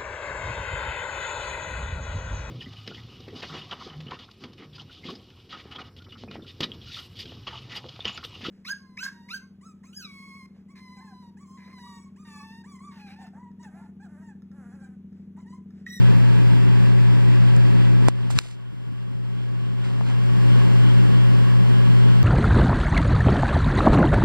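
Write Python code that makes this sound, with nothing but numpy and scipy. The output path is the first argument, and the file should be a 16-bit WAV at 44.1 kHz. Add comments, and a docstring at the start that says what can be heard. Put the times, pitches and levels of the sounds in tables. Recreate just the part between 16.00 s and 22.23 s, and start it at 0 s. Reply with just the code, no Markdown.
"""A microwave oven hums, buzzes and blows close to a handheld camera: harmonics of the mains and of a fan's shaft
make the tones, filtered noise makes the rumble and the air rushing from the vents, which flutters.
Fingers tap, knock and rub on the camera: damped sines with snaps, and grainy noise; dull low noise swells briefly.
Two hard clicks push the gain control down, and the oven slowly swells back.
The two microphones have opposite polarity, so the hum sounds very wide."""
import sys
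import numpy as np
from scipy.fft import rfft, irfft, next_fast_len
from scipy.io import wavfile
from scipy.ndimage import uniform_filter1d, minimum_filter1d, map_coordinates

SR = 44100
rng = np.random.default_rng(int(sys.argv[2]) if len(sys.argv) > 2 else 0)


def pcm_store(signal):
    """Save signal as 16-bit PCM."""
    levels = np.round(np.clip(np.atleast_2d(signal), -1, 1) * 32767)
    wavfile.write(sys.argv[1], SR, levels.astype(np.int16).T)


N = 274743
CLOCK = np.arange(N) / SR  # seconds

# Levels in the tables hold at the source, before propagation, the gains of scene() and the microphones.


def amp(db):
    """Decibel law: level to linear gain."""
    return 10 ** (np.asarray(db) / 20)


def unit(x):
    """Normalisation by signal power: rms 1."""
    return x / np.sqrt(np.mean(x ** 2) + 1e-20)


def along(points, hz):
    """Logarithmic frequency scale: (Hz, value) points interpolated at hz."""
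    point_hz, values = np.transpose(points)
    return np.interp(np.log(hz + 1), np.log(point_hz + 1), values)


def wobble(rate):
    """Slow random modulation: a smooth curve through rate random knots a second."""
    knots = rng.standard_normal(int(N * rate / SR) + 4)
    return map_coordinates(knots, [np.arange(N) * rate / SR])


def filtered(x, response, size=2048):
    """Linear filtering: the spectrum of x times a complex response of frequency."""
    m = next_fast_len(N + SR // 2)
    # mirrored ends stay smooth
    wide = np.pad(x, [(0, 0)] * (x.ndim - 1) + [(size, size)], mode="reflect")
    spectrum = rfft(wide, m) * response(np.fft.rfftfreq(m, 1 / SR))
    return irfft(spectrum, m)[..., size:size + N]


def noise(spectrum):
    """Spectral density: white noise shaped to the given dB per Hz."""
    return filtered(rng.standard_normal(N), lambda hz: amp(along(spectrum, hz)) * np.sqrt(SR / 2))


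def ringing(modes):
    """Resonance under random excitation: noise bands with steep skirts, one for each mode."""
    def power(hz):
        total = 0
        for centre, width, db in modes:
            density = amp(db) ** 2 * SR / (np.pi * width)
            total = total + density / (1 + ((hz - centre) / width) ** 2) ** 2
        return total
    return filtered(rng.standard_normal(N), lambda hz: np.sqrt(power(hz)))


PORT_LAG = .000317  # seconds between the microphones for short waves along their line


def ports(x, knee_hz=800, slant=1):
    """Phase difference on arrival: short waves reach the right microphone first, long waves press on both alike.

    A slanting arrival (slant below 1) shortens the lag."""
    def turn(hz):
        return np.pi * hz * PORT_LAG * slant * hz ** 4 / (hz ** 4 + knee_hz ** 4)
    return filtered(x, lambda hz: np.exp(1j * np.outer([-1, 1], turn(hz))))


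def partials(orders, phase, flutter_db):
    """Harmonic series: sines at multiples of one phase; the higher ones waver more in level."""
    total = 0
    for k, db in orders:
        level = amp(db + flutter_db * np.sqrt(k) * wobble(15))
        start = rng.uniform(0, 2 * np.pi)
        total = total + np.sqrt(2) * level * np.sin(k * phase + start)
    return total


MAINS_HZ = 59.97
# The transformer and the panels it shakes. Each row: multiple of the mains frequency, level in dB rms.
HUM_HARMONICS = [(1, -34.8), (2, -12.8), (3, -33), (4, -31.5), (5, -38), (6, -48), (8, -53), (9, -54),
                 (12, -58), (14, -57), (22, -55.5), (28, -64), (32, -62), (55, -67.5), (61, -68), (71, -69),
                 (79, -73)]
# Line spectrum of rattling loose steel. Each row: frequency in Hz, amplitude of a line in dB before its scatter.
BUZZ_LINES = [(1200, -82), (2000, -71), (2900, -73), (3600, -76), (4400, -83), (5500, -92), (8000, -98)]


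def transformer():
    """Magnetostriction: the core hums at twice the mains rate; loose steel adds a faint buzz of high harmonics."""
    phase = 2 * np.pi * MAINS_HZ * CLOCK + 0.0068 * wobble(3.0)
    hum = partials(HUM_HARMONICS, phase, flutter_db=.36)
    # every mains cycle repeats the same rattle
    orders = np.arange(20, 130)
    cycle = np.linspace(0, 2 * np.pi, num=4096, endpoint=False)
    sizes = amp(along(BUZZ_LINES, orders * MAINS_HZ) + 2 * rng.standard_normal(len(orders)))
    starts = rng.uniform(0, 2 * np.pi, (len(orders), 1))
    rattle = sizes @ np.sin(np.outer(orders, cycle) + starts)
    buzz = np.interp(phase, cycle, rattle, period=2 * np.pi)
    return ports(hum + buzz, slant=0.77)


SHAFT_HZ = 46.58  # mean speed of the shaft
# A fan with four blades. Each row: multiple of the shaft speed, level in dB rms.
FAN_HARMONICS = [(1, -37.5), (4, -28), (5, -45), (8, -35), (12, -40), (16, -49.5), (24, -55), (36, -60)]
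# Narrow modes of the casing. Each row: frequency in Hz, half-width in Hz, level in dB rms.
CASING_MODES = [(75, 2, -52), (167, 4, -35), (260, 3, -45), (307, 2, -38)]
# Low turbulence noise. Each row: frequency in Hz, density in dB per Hz.
RUMBLE_SPECTRUM = [(25, -84), (42, -77), (60, -67), (100, -54.5), (165, -46.5), (215, -52), (280, -56),
                   (335, -63), (390, -55), (450, -59), (510, -63.5), (640, -73), (900, -76), (1600, -110)]


def fan():
    """Blade-passing tones and turbulence: the fan turns a little unevenly and shakes the casing, which radiates."""
    speed = SHAFT_HZ * (1 + 0.002 * wobble(2.91))
    blades = partials(FAN_HARMONICS, 2 * np.pi * np.cumsum(speed) / SR, flutter_db=.3)
    rumble = amp(1.7 * wobble(14)) * noise(RUMBLE_SPECTRUM)
    return ports(blades + ringing(CASING_MODES) + rumble, slant=0.68)


VENT_FLUTTER_DB, VENT_FLUTTER_PER_S = 2.1, 16  # random swing, knots a second


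def fluttering(modes, count=3):
    """Amplitude modulation by eddies: resonances in interleaved groups, so neighbours swell at different moments."""
    total = 0
    for i in range(count):
        swell = unit(amp(VENT_FLUTTER_DB * wobble(VENT_FLUTTER_PER_S)))
        total = total + swell * ringing(modes[i::count])
    return total


# Broadband noise of the air. Each row: frequency in Hz, density in dB per Hz.
AIR_SPECTRUM = [(30, -70), (150, -68.5), (300, -69.5), (400, -76), (600, -69), (800, -69.5), (1050, -70.5),
                (1300, -79.5), (2200, -76.5), (3300, -81), (4000, -87.5), (5200, -88), (6500, -92),
                (8200, -95), (9600, -99), (15500, -105)]
# Part of the air sound coming along the line of the microphones. Each row: frequency in Hz, power share 0-1.
DIRECT_SHARE = [(400, 0.64), (1000, 0.95), (1500, 0.54), (2100, 0.32), (3300, 0.85), (4800, 0.94),
                (8000, 0.95), (9500, 0.54), (15000, 0)]
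AIR_FROM_RIGHT = 0.62  # power share of the direct air noise that arrives from the right
# Vent resonances at the first and at the last position.
# Each row: frequency in Hz, half-width in Hz, level in dB rms at that position.
VENT_MODES_FIRST = [(922, 135, -48.5), (925, 68, -44), (1160, 57, -51), (1480, 130, -49), (1640, 75, -47.5),
                    (1765, 52, -49), (1975, 61, -49), (2500, 340, -47), (2715, 32, -50.5), (3190, 300, -45),
                    (4260, 305, -59), (4740, 89, -61)]
VENT_MODES_LAST = [(894, 120, -55.5), (927, 29, -49), (1110, 64, -46.5), (1450, 53, -50), (1509, 25, -60),
                   (1668, 120, -47.5), (2066, 25, -69), (2320, 120, -61.5), (2756, 25, -51.5),
                   (3147, 245, -43.5), (4254, 200, -59.5), (4840, 55, -65.5)]
# Slow course of the airflow's level. Each row: time in seconds, gain in dB.
AIRFLOW_LEVEL = [(0, 1), (1, 0.53), (2, -0.26), (2.6, 3), (3.3, 1.1), (3.65, 1), (3.9, 0.9), (4.5, 1.5),
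                 (5.3, 1.36), (6.2, 0.5)]


def vents(position):
    """Turbulent jet noise: air from both sides and the room, with resonances that change along the door."""
    def stream():
        first = np.sqrt(1 - position) * fluttering(VENT_MODES_FIRST)
        last = np.sqrt(position) * fluttering(VENT_MODES_LAST)
        return ports(noise(AIR_SPECTRUM) + first + last, knee_hz=917)

    from_right = np.sqrt(AIR_FROM_RIGHT) * stream()
    from_left = np.sqrt(1 - AIR_FROM_RIGHT) * stream()[::-1]
    room = np.array([noise(AIR_SPECTRUM), noise(AIR_SPECTRUM)])
    direct = filtered(from_right + from_left, lambda hz: np.sqrt(along(DIRECT_SHARE, hz)))
    diffuse = filtered(room, lambda hz: np.sqrt(1 - along(DIRECT_SHARE, hz)))
    seconds, level_db = np.transpose(AIRFLOW_LEVEL)
    return (direct + diffuse) * amp(np.interp(CLOCK, seconds, level_db) + 0.52 * wobble(15))


MOVE_S, MOVE_LENGTH_S = 2.2, 0.93  # middle and length of the move along the door


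def camera_position():
    """Smooth kinematics: the camera rests (0), glides along the door and rests again (1)."""
    progress = np.clip((CLOCK - MOVE_S) / MOVE_LENGTH_S + .5, 0, 1)
    return np.sin(np.pi / 2 * progress) ** 2


SWAY_DB, SWAY_PER_S = 0.59, 1.8  # random swing and knots a second: the hand is never quite still
BACK_S, BACK_WIDTH_S, BACK_DB = 4.16, 0.54, -0.8  # drawing back: middle, half-width at 1/e, gain at the middle


def nearness():
    """Distance law as a gain: the hand sways, and draws back once."""
    drawn_back = np.exp(-((CLOCK - BACK_S) / BACK_WIDTH_S) ** 2)
    return amp(BACK_DB * drawn_back + SWAY_DB * wobble(SWAY_PER_S))


def blow(db, hz, pan_db, cycles, snap, snap_s=.00006):
    """Impact on a damped shell: a dead push, down 60 dB after a few cycles, with a sharp snap, in stereo."""
    t = np.arange(SR // 20) / SR
    push = np.sin(2 * np.pi * hz * t) * amp(-60 * t * hz / cycles)
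    hit = push / np.abs(push).max() + snap * (1 - t / snap_s) * np.exp(-t / snap_s)
    return np.outer(amp([db + pan_db / 2, db - pan_db / 2]), hit / np.abs(hit).max())


def add(out, s, sound):
    """Superposition: mixes a sound into out at time s."""
    out[:, round(s * SR):][:, :sound.shape[1]] += sound


# Soft fingertip taps. Each row: start in seconds, peak in dB before the shell, pitch in Hz, left minus right in dB.
FINGER_TAPS = [(2.085, 1, 292, 0), (2.189, -22, 1300, -3), (2.304, -11, 780, -4), (2.406, -13, 350, 7),
               (2.457, -11, 647, -5), (4.0103, -11.5, 840, 5)]
TAP_CYCLES, TAP_SNAP = 4.8, 0.089  # cycles until 60 dB down, snap relative to the push
# Hard clicks. Each row: start in seconds, peak in dB before the shell, pitch in Hz, cycles until 60 dB down,
# snap relative to the push, delay of the bounce in seconds, strength of the bounce 0-1.
HARD_CLICKS = [(1.565, -20, 8200, 2, .37, 0.00076, .3), (2.0823, -13.5, 900, 3.4, .4, 0.00065, 0.55),
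               (2.0851, 10.5, 668, 1.25, .5, 0.00027, 0.33), (2.3884, 25, 3740, 3.2, 0.26, .00073, 1)]
CLICK_PAN_DB = -2  # left minus right
# Transmission of the camera's shell. Each row: frequency in Hz, gain in dB.
SHELL_RESPONSE = [(30, -1.5), (250, -3), (4000, -2), (6300, 1.5), (9000, 0), (12000, -10), (15500, -14)]


def knocks():
    """Structure-borne impact: fingertips land softly, hard contacts snap and bounce once, through the shell."""
    out = np.zeros((2, N))
    for s, db, hz, pan_db in FINGER_TAPS:
        add(out, s, blow(db, hz, pan_db, TAP_CYCLES, TAP_SNAP))
    for s, db, hz, cycles, snap, bounce_s, bounce in HARD_CLICKS:
        click = blow(db, hz, CLICK_PAN_DB, cycles, snap)
        add(out, s, click)
        add(out, s + bounce_s, bounce * click)
    through_shell = filtered(out, lambda hz: amp(along(SHELL_RESPONSE, hz)))
    return ports(through_shell, knee_hz=107)


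# Colour of skin friction, its overall level normalised. Each row: frequency in Hz, relative density in dB.
SKIN_COLOUR = [(100, 18), (700, 2.5), (1700, 5), (2900, 7), (5000, -1.5), (8300, 1), (10000, -4.5),
               (12000, -17), (15500, -24)]
# The shell rings under a sliding finger. Each row: frequency in Hz, half-width in Hz, dB over the friction noise.
SHELL_MODES = [(4160, 2500, -3.5)]
SKIN_DIRECT = 0.87  # power share that runs through the shell from one microphone to the other


def skin():
    """Stick-slip friction: skin slides on the shell in fine uneven grains, stereo, rms 1."""
    def slide():
        return unit(noise(SKIN_COLOUR)) + ringing(SHELL_MODES)
    shared = np.sqrt(SKIN_DIRECT) * ports(slide(), knee_hz=100)
    separate = np.sqrt(1 - SKIN_DIRECT) * np.array([slide(), slide()])
    return unit((shared + separate) * amp(2.3 * wobble(250)))


CLICK_TAIL_DB, CLICK_TAIL_T60_S = -28.5, 0.039  # relative to the click's tabled peak, time to fall 60 dB


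def click_tails():
    """Exponential decay: each hard click trails a short fading hiss with the colour and grain of skin()."""
    out, hiss = np.zeros((2, N)), skin()
    for s, db, *_ in HARD_CLICKS:
        fade_db = 60 * np.maximum(CLOCK - s, 0) / CLICK_TAIL_T60_S
        out += (CLOCK > s) * amp(db + CLICK_TAIL_DB - fade_db) * hiss
    return out


# Strokes of a sliding finger, from the second row on. Each row: start in seconds, length in seconds, starting
# level in dB before the attack and tilt, brightness in dB per octave, left minus right in dB.
FINGER_STROKES = [(2.091, 0.012, -44, 7, -4), (2.298, 0.018, -29.5, 1.5, -4),
                  (2.351, 0.018, -34, -4.5, 8.5), (2.37, 0.018, -33, -1.5, 2), (2.4, 0.13, -21, -1, -1),
                  (3.834, 0.18, -40.5, -6, 0), (4.059, 0.071, -40, -6, -3)][1:]
STROKE_ATTACK_S, STROKE_SAG_DB_PER_S, STROKE_RELEASE_T60_S = 0.0092, 69, 0.18
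SKIN_PIVOT_HZ = 4040  # brightness tilts the friction about this frequency


def fingers():
    """Friction follows pressure: strokes start fast, weaken as the finger slows and fade as it lifts."""
    out, friction = np.zeros((2, N)), skin()
    for s, length, db, bright_db, pan_db in FINGER_STROKES:
        t = np.maximum(CLOCK - s, 0)
        lift_db = 60 * np.maximum(t - length, 0) / STROKE_RELEASE_T60_S
        attack = np.minimum(t / STROKE_ATTACK_S, 1)
        pressure = attack * amp(db - STROKE_SAG_DB_PER_S * t - lift_db)
        # flat below 1000 Hz
        tilt = lambda hz: amp(bright_db * np.log2(np.maximum(hz, 1000) / SKIN_PIVOT_HZ))
        out += amp([[pan_db / 2], [-pan_db / 2]]) * pressure * filtered(friction, tilt)
    return out


# Short dull swells of noise. Each row: middle in seconds, level in dB rms at the middle.
LOW_SWELLS = [(2.345, -19), (2.375, -15), (2.737, -11), (2.885, -14), (2.925, -12), (3.115, -13.5),
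              (3.15, -18)]
SWELL_WIDTH_S = 0.015  # half-width at 1/e
# Colour of a swell, its overall level normalised. Each row: frequency in Hz, relative density in dB.
SWELL_SPECTRUM = [(30, -28), (80, 1), (140, 3), (280, -11), (500, -30), (1200, -63)]


def low_swells():
    """Gaussian envelopes on filtered noise: short dull low swells, nearly alike at both microphones."""
    level = sum(amp(db) * np.exp(-((CLOCK - s) / SWELL_WIDTH_S) ** 2) for s, db in LOW_SWELLS)
    return ports(level * unit(noise(SWELL_SPECTRUM)))


HUM_DB, HUM_CHANGE_DB = 0.26, -0.5  # gain at position 0, and its change up to position 1


def scene():
    """Superposition: the oven, balanced by the camera's position, the contacts on the camera and the low swells."""
    position = camera_position()
    hum = amp(HUM_DB + HUM_CHANGE_DB * position) * (transformer() + fan())
    oven = nearness() * (hum + vents(position))
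    return oven + knocks() + click_tails() + fingers() + low_swells()


def gain_control(x, ceiling_db, recovery_db=11):
    """Peak limiting: a peak over the ceiling cuts the gain at once; it climbs back by recovery_db a second."""
    over = np.maximum(20 * np.log10(np.abs(x).max(axis=0) + 1e-9) - ceiling_db, 0)
    climb = recovery_db * CLOCK
    cut = np.maximum.accumulate(over + climb) - climb
    return x * uniform_filter1d(minimum_filter1d(amp(-cut), size=9), size=9)


TOP_HZ = 15600  # band limit
# Mismatch of the microphones. Each row: frequency in Hz, left minus right in dB.
MIC_MISMATCH = [(120, 1.3), (250, 0.92), (350, 0.7), (480, 0.64), (1000, -1), (2400, -0.5), (3500, 0.5),
                (5000, 1), (7500, -2), (10000, -0.5), (15000, 0.5)]


def record(dry, hiss_db=-78):
    """Transduction: unequal microphones, right one inverted; gain control, clipping, converter hiss, band limit."""
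    mics = filtered(dry, lambda hz: amp(np.outer([.5, -.5], along(MIC_MISMATCH, hz))))
    opposed = mics * np.array([[1], [-1]])
    held = gain_control(opposed, ceiling_db=1.5)
    clipped = held / (1 + np.abs(held / .95) ** 8) ** (1 / 8)
    hiss = amp(hiss_db) * rng.standard_normal((2, N))
    return filtered(clipped + hiss, lambda hz: hz < TOP_HZ)


dry = scene()
out = record(dry)
pcm_store(out)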